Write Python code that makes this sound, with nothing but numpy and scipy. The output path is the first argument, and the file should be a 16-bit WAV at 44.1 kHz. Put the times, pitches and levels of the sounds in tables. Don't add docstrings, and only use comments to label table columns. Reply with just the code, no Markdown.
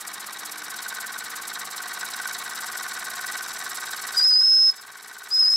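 import sys
import numpy as np
from scipy import signal
from scipy.fft import rfft, irfft, next_fast_len
from scipy.io import wavfile

SR = 44100
rng = np.random.default_rng(int(sys.argv[2]) if len(sys.argv) > 2 else 0)


def to_wav(s):
    ch = np.atleast_2d(s).T
    pcm = np.round(np.clip(ch, -1, 1) * 32767)
    wavfile.write(sys.argv[1], SR, pcm.astype(np.int16))


def decibels_to_gain(level_db):
    exponent = np.asarray(level_db, float) / 20
    return 10 ** exponent


N = 245195
TIME = np.arange(N) / SR


def level(x, db):
    return x * decibels_to_gain(db) / np.sqrt(np.mean(x ** 2))


def curve(t, points):
    return np.interp(t, *np.transpose(points))


def colour(x, points):
    hz, db = np.transpose(points)
    size = next_fast_len(N)
    f = np.maximum(np.arange(size // 2 + 1) * SR / size, 1)
    weight = decibels_to_gain(np.interp(np.log(f), np.log(hz), db))
    return irfft(rfft(x, size) * weight, size)[:N]


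def ring(x, modes):
    out = 0
    for k, (hz, width, db) in enumerate(modes):
        out = out + (-1) ** k * decibels_to_gain(db) * signal.lfilter(*signal.iirpeak(hz, hz / width, SR), x)
    return out


def walk(rate_hz):
    lowpass = signal.butter(2, rate_hz, fs=SR, output="sos")
    return level(signal.sosfilt(lowpass, rng.standard_normal(N)), 0)


def grit(spread_db):
    jump = np.minimum(rng.exponential(size=N), 7)
    return level(rng.standard_normal(N) * decibels_to_gain(spread_db * jump), 0)


def swells(s, db, rise_ms, fall_ms):
    t_ms = np.arange(-2000, 4000) / SR * 1e3
    shape = np.where(t_ms < 0, np.exp(-(t_ms / rise_ms) ** 2), np.exp(-np.abs(t_ms) / fall_ms))
    marks = np.zeros(N + 6000)
    np.add.at(marks, np.clip((s * SR).astype(int), 0, N + 1999), decibels_to_gain(db))
    return np.abs(signal.fftconvolve(marks, shape)[2000:N + 2000])


FIRST_PUFF_S, TURN_S = .011, .052018
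SLOW_START_S, SETTLE_TURNS = .01313, 31.37


def puff_times():
    count = np.arange(int(N / SR / TURN_S))
    run_up = SLOW_START_S * SETTLE_TURNS * (1 - np.exp(-count / SETTLE_TURNS))
    s = FIRST_PUFF_S + TURN_S * count + run_up
    return s[s < N / SR + TURN_S]


def engine(s):
    turn = np.gradient(s)
    scatter = rng.standard_normal((len(s), 3)).T
    slack = rng.standard_normal((len(s), 4)).T
    parts = exhaust(s, turn, scatter[0]) + base_rattle(s, turn, scatter[1], slack)
    parts += rod_scrape(s, turn, scatter[2], slack)
    parts += crank_knock(s, turn) + valve_click(s, turn, slack)
    hush = 1 - np.minimum(swells(s + 0.804 * turn, -5, 3.2, 2.1), .9)
    return parts + shaking(s) + leak() * hush


# f/Hz, level/dB per Hz
PUFF_COLOUR = [(2500, -32), (4500, -3), (6000, -3), (8000, 1), (10000, -1.5), (12500, -1.5), (14000, -7),
               (16000, -12)]


def exhaust(s, turn, scatter):
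    db = -37 + 2.5 * (turn - TURN_S) / SLOW_START_S + 1.5 * np.tanh(scatter)
    robbed = sum((s > blast[0][0]) & (s < blast[-1][0]) for blast in BLASTS)
    env = swells(s + 0.0023, db - 0.5 * robbed, 9.2, 8.2)
    return level(colour(grit(2.6), PUFF_COLOUR), 3.55) * env


# f/Hz, width/Hz, level/dB
BASE_MODES = [(718, 80, -10.5), (916, 105, -10.5), (1100, 40, 0.5), (1240.4, 29.7, -0.5), (1558, 72, -2),
              (1758, 46, -2.5), (1916, 51, -0.5), (2288, 120, -10.5)]


def base_rattle(s, turn, scatter, slack):
    db = -35 + scatter
    env = swells(s + turn * (0.26 + 0.054 * slack[0]), db, 6.1, 6.5)
    env += swells(s + turn * (0.59 + 0.027 * slack[1]), db - 0.5 + 0.6 * slack[2], 11.2, 11.4)
    return ring(level(grit(2.9), 17.26) * env, BASE_MODES)


# f/Hz, width/Hz, level/dB
ROD_MODES = [(3038, 15, -7.5), (3282, 45, -9.5), (3865, 158, -1), (4380, 34, 0)]
# f/Hz, width/Hz, level/dB
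GLAND_MODES = [(5230, 780, -8), (6160, 190, -6.5), (7600, 390, -6)]
# t/s, level/dB
BLOW_BY_LEVEL = [(0, -7), (.8, -3.5), (1.8, -0.5), (4.2, 2.5), (5.56, -3.5)]


def rod_scrape(s, turn, scatter, slack):
    db = -36.5 + scatter
    env = swells(s + turn * (0.18 + 0.0074 * slack[3]), db, 1.6, 9.0)
    env += swells(s + turn * (0.42 + 0.083 * slack[1]), db - 0.5 + 2.9 * slack[0], 3.3, 4.9)
    scrape = ring(level(grit(2.14), 17.04) * env, ROD_MODES)
    blow_by = ring(level(grit(3.2), 15.96) * env, GLAND_MODES)
    return scrape + blow_by * decibels_to_gain(curve(TIME, BLOW_BY_LEVEL))


# t/s, knock level/dB
PIN_PLAY_LEVEL = [(0, -40), (.35, -37), (.55, -31.5), (.95, -27.5), (1.2, -29.5), (1.4, -33), (1.9, -28.5),
                  (2.4, -32), (2.8, -27.5), (3.25, -26.5), (3.8, -38), (4.45, -28), (4.75, -32),
                  (5.05, -27), (5.56, -29)]
# t/s, level/dB
ODD_KNOCK_EVENTS = [(.188, -54), (.306, -48), (0.864, -24.5), (0.988, -25.5), (1.519, -29.5), (1.637, -42),
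                    (1.752, -37), (1.805, -27.5), (2.034, -23), (2.092, -41), (2.202, -23.5),
                    (2.259, -21.5), (2.593, -27), (3.731, -46), (3.785, -31), (4.321, -27), (5.011, -41),
                    (5.222, -24)]
# t/s, level/dB
RETURN_KNOCK_LEVEL = [(0, -49), (1, -29.5), (1.6, -42), (2.4, -35), (2.9, -30.5), (3.9, -30.5),
                      (4.3, -27.5), (5.56, -36)]


def knocks(s, turn):
    slack = 0.02496
    scatter_db = 1.3
    chance = rng.standard_normal((len(s), 4)).T
    hit = s + turn * (.66 + slack * chance[0])
    db = curve(hit, PIN_PLAY_LEVEL) + scatter_db * chance[1]
    odd_s, odd_db = np.transpose(ODD_KNOCK_EVENTS)
    odd = np.abs(hit[:, None] - odd_s).argmin(axis=0)
    hit[odd], db[odd] = odd_s, odd_db
    back = s + turn * (.41 + slack * chance[2])
    back_db = curve(back, RETURN_KNOCK_LEVEL) + scatter_db * chance[3]
    return np.append(hit, back), np.append(db, back_db)


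# f/Hz, width/Hz, level/dB
TIN_MODES = [(1455, 26, 1.5), (1532.4, 33, 3.5), (1946, 93, -14.5), (1100, 130, -12), (4010, 210, -28)]


def crank_knock(s, turn):
    hit, db = knocks(s, turn)
    return ring(swells(hit - .004, db + 35, 0.033, 0.029), TIN_MODES)


# f/Hz, width/Hz, level/dB
CLICK_MODES = [(1020, 260, -16), (1810, 45, -16), (2237, 130, -3.5), (3820, 109, -0.5), (5580, 350, -4),
               (8260, 530, -10), (10900, 590, -11)]
# t/s, level/dB
CLICK_LEVEL = [(0, -32), (.6, -29), (1, -35), (1.5, -39), (2, -31), (4, -30.5), (4.8, -33), (5.1, -31),
               (5.25, -33), (5.56, -33)]


def valve_click(s, turn, slack):
    db = curve(s, CLICK_LEVEL) + 0.96 * slack[2]
    env = swells(s + 0.622 * turn, db, 1.46, 3.63)
    return ring(level(grit(0.39), 13.6) * env, CLICK_MODES)


# t/share of opening, shift f/Hz, level/dB, wetness/0-1
OPENING_MOVES = [(-1, -300, -44, .3), (-.25, -200, -24, .6)]
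# t/s, shift f/Hz, level/dB, wetness/0-1
SHUTTING_MOVES = [(.003, -200, -17, .05), (.011, -900, -27, 0)]


def valve(blast, opening_s):
    def moved(row, moves, scale):
        return [(row[0] + s * scale, row[1] + hz, row[2] + db, wet) for s, hz, db, wet in moves]
    return moved(blast[0], OPENING_MOVES, opening_s) + blast + moved(blast[-1], SHUTTING_MOVES, 1)


# t/s, f/Hz, level/dB, steam wetness/0-1
BLASTS = [
    [(4.172, 4940, -18, 0.74), (4.205, 4870, -17, 0.6), (4.236, 4925, -16, .5), (4.241, 5120, -15.5, .4),
     (4.295, 5090, -17, .5), (4.302, 5020, -16.5, .4), (4.345, 4975, -15.5, 0.1),
     (4.455, 5205, -16.5, 0.24), (4.702, 5222, -17, 0.17)],
    [(5.312, 4880, -29, .15), (5.326, 5090, -23, .25), (5.35, 5110, -19, .4), (5.388, 5065, -21, .3),
     (5.392, 5190, -15.5, .2), (5.467, 5000, -17.5, 0.3), (5.482, 5135, -16, 0.16),
     (5.515, 5105, -18.5, 0.52), (5.56, 5193, -17.5, .3)],
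]
OPENING_TIMES = [
    .04,
    .01,
]
# t/s, depth level/dB, length/ms
WHISTLE_DIPS = [(4.206, -8, 4), (4.219, -8, 2), (4.232, -5, 1.5), (4.238, -7, 1.5), (4.322, -3, 3),
                (4.348, -3, 3), (4.383, -6, 4), (4.412, -6, 3), (4.428, -5, 5), (4.463, -2, 3), (5.42, -4, 3),
                (5.445, -3, 3), (5.467, -3, 3), (5.476, -4, 2), (5.488, -5, 2), (5.497, -9, 2.5),
                (5.514, -3, 4), (5.548, -3, 2)]
OVERTONE_LEVELS = [-36.5, -50]
# f/Hz, level/dB per Hz
BREATH_COLOUR = [(2500, -24), (4000, -10), (5600, 1.5), (6800, -6.5), (7800, -0.5), (8800, -6),
                 (13000, -13), (16000, -24)]


def whistle():
    blasts = [valve(*pair) for pair in zip(BLASTS, OPENING_TIMES)]
    s, *columns = np.transpose(sum(blasts, []))
    hz, db, wet = (np.interp(TIME, s, column) for column in columns)
    flutter = 0.077 + (0.186 - 0.077) * wet
    breath_db = -47 + (-30 + 47) * wet
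    for at, depth, ms in WHISTLE_DIPS:
        db = db + depth * np.exp(-((TIME - at) * 1e3 / ms) ** 2)
    phase = 2 * np.pi * np.cumsum(hz + 200 * flutter * walk(232)) / SR
    tone = np.sin(phase)
    for k, overtone_db in enumerate(OVERTONE_LEVELS):
        tone += decibels_to_gain(overtone_db) * np.sin((k + 2) * phase)
    sag = 1 - 0.46 * flutter * np.abs(walk(184))
    tone *= np.sqrt(2) * decibels_to_gain(db) * sag
    halo = walk(300) * np.sin(phase) + 0.5 * walk(400) * np.cos(phase)
    hiss = level(colour(grit(3.1), BREATH_COLOUR), -3) * decibels_to_gain(0.83 * walk(30))
    valve_open = sum((TIME > blast[0][0]) & (TIME <= blast[-1][0]) for blast in blasts)
    return (tone + decibels_to_gain(breath_db) * (halo + hiss)) * valve_open


# left delay/ms, right delay/ms, level/dB
WALL_ECHOES = [(.4, .55, -17), (11, 9.3, -28), (24, 25.5, -17),
               (47, 52, -33), (78, 71, -33), (104, 101, -31), (131, 137, -40)]


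def walls(x):
    out = np.array([x, x])
    for *delay_ms, db in WALL_ECHOES:
        for port, ms in zip(out, delay_ms):
            lag = int(ms * SR / 1e3)
            port[lag:] += decibels_to_gain(db) * x[:-lag]
    return out


# t/s, left minus right level/dB
HAND_BALANCE = [(4.25, -.5), (4.5, -2), (4.8, -2), (5.3, .5)]


def hand_shade(x):
    return x * decibels_to_gain(curve(TIME, HAND_BALANCE) * np.array([[.5], [-.5]]))


# f/Hz, width/Hz, level/dB
BENCH_MODES = [(74.6, 4.6, -5.5), (154, 7.4, -3.5), (177.5, 6.4, -1.5), (217.2, 16.8, 1), (306.5, 5.3, 4),
               (369, 12, 1), (399.6, 11.5, 0), (462, 26, 1.5), (715, 16, 5), (750, 26, 6.5), (834, 25, 6),
               (1163, 5.7, 7), (1230, 21, -13), (1501, 43, 9.5)]
# t/s, level/dB
SING_LEVEL = [(0, -67), (1.5, -67), (3, -84), (4.2, -62), (4.6, -60.5), (5.56, -58.5)]


def shaking(s):
    angle = np.interp(TIME, s, np.arange(len(s)))
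    orders = np.arange(1, 100)[:, None]
    one_turn = np.linspace(0, 1, 1024)
    pattern = np.sin(2 * np.pi * (orders * one_turn + rng.random(orders.shape))).sum(axis=0)
    pattern *= 1 - 0.4 * np.cos(2 * np.pi * (one_turn - .03))
    shake = np.interp(angle % 1, one_turn, pattern) * decibels_to_gain(0.2 * walk(4.1))
    hum = level(ring(shake, BENCH_MODES), -49)
    sing = np.sin(2 * np.pi * 22 * angle) * decibels_to_gain(curve(TIME, SING_LEVEL) + 5)
    return hum + sing


# f/Hz, level/dB per Hz
LEAK_COLOUR = [(30, -46), (200, -19.5), (535, -19), (1100, -5.5), (1520, -6), (2770, -14.5), (3900, -13.5),
               (15500, -31)]


def leak():
    return level(colour(grit(1.12), LEAK_COLOUR) * decibels_to_gain(0.67 * walk(10.0)), -40.5)


# t/s, level/dB, f/Hz
BENCH_NUDGES = [(1.27, -68, 50), (1.4, -69, 55), (1.57, -61, 260), (1.65, -66, 120), (2.11, -65, 70),
                (2.6, -70, 70), (4.32, -64, 60), (4.9, -60, 130)]


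def nudges():
    out = np.zeros(N)
    for s, db, hz in BENCH_NUDGES:
        out += decibels_to_gain(db) * np.sin(2 * np.pi * hz * TIME) * np.exp(-((TIME - s) / 0.048) ** 2)
    return out


# t/s, length/s, f/Hz, level/dB
FAR_MOTORS = [
    (.6, 0.27, 305, -55),
    (1.1, 0.38, 262, -69),
    (1.898, 0.24, 300, -62.5),
]


def drones():
    drift = 2 * np.pi * np.cumsum(2.9 * walk(4.8)) / SR
    out = np.zeros(N)
    for s, length, hz, db in FAR_MOTORS:
        out += decibels_to_gain(db) * np.sin(2 * np.pi * hz * TIME + drift) * np.exp(-((TIME - s) / length) ** 2)
    return out


# t/s, level/dB
CAMERA_GAIN = [(0, -2), (2, 0), (4.19, 0), (4.3, -10), (4.6, -13.5), (4.75, -10), (5.3, -8), (5.56, -10.5)]
# f/Hz, side minus mid level/dB
PORT_WIDTH = [(30, -41), (70, -30), (160, -24), (400, -27), (1000, -26), (2380, -31), (4400, -14),
              (9000, -8.5)]


def scene():
    mid = (engine(puff_times()) + nudges() + drones()) * decibels_to_gain(curve(TIME, CAMERA_GAIN))
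    side = colour(mid * walk(70), PORT_WIDTH) * decibels_to_gain(-1.5)
    return mid + side * np.array([[1], [-1]]) + hand_shade(walls(whistle()))


def band_limit(x):
    return signal.sosfilt(signal.butter(12, 15750, fs=SR, output="sos"), x)


def record(dry):
    ports = np.array([dry[0], colour(dry[1], [(4000, 0), (8000, 0.7)])])
    top_cut = signal.ellip(10, .3, 60, 15800, fs=SR, output="sos")
    return band_limit(signal.sosfilt(top_cut, ports))


dry = scene()
out = record(dry)
to_wav(out)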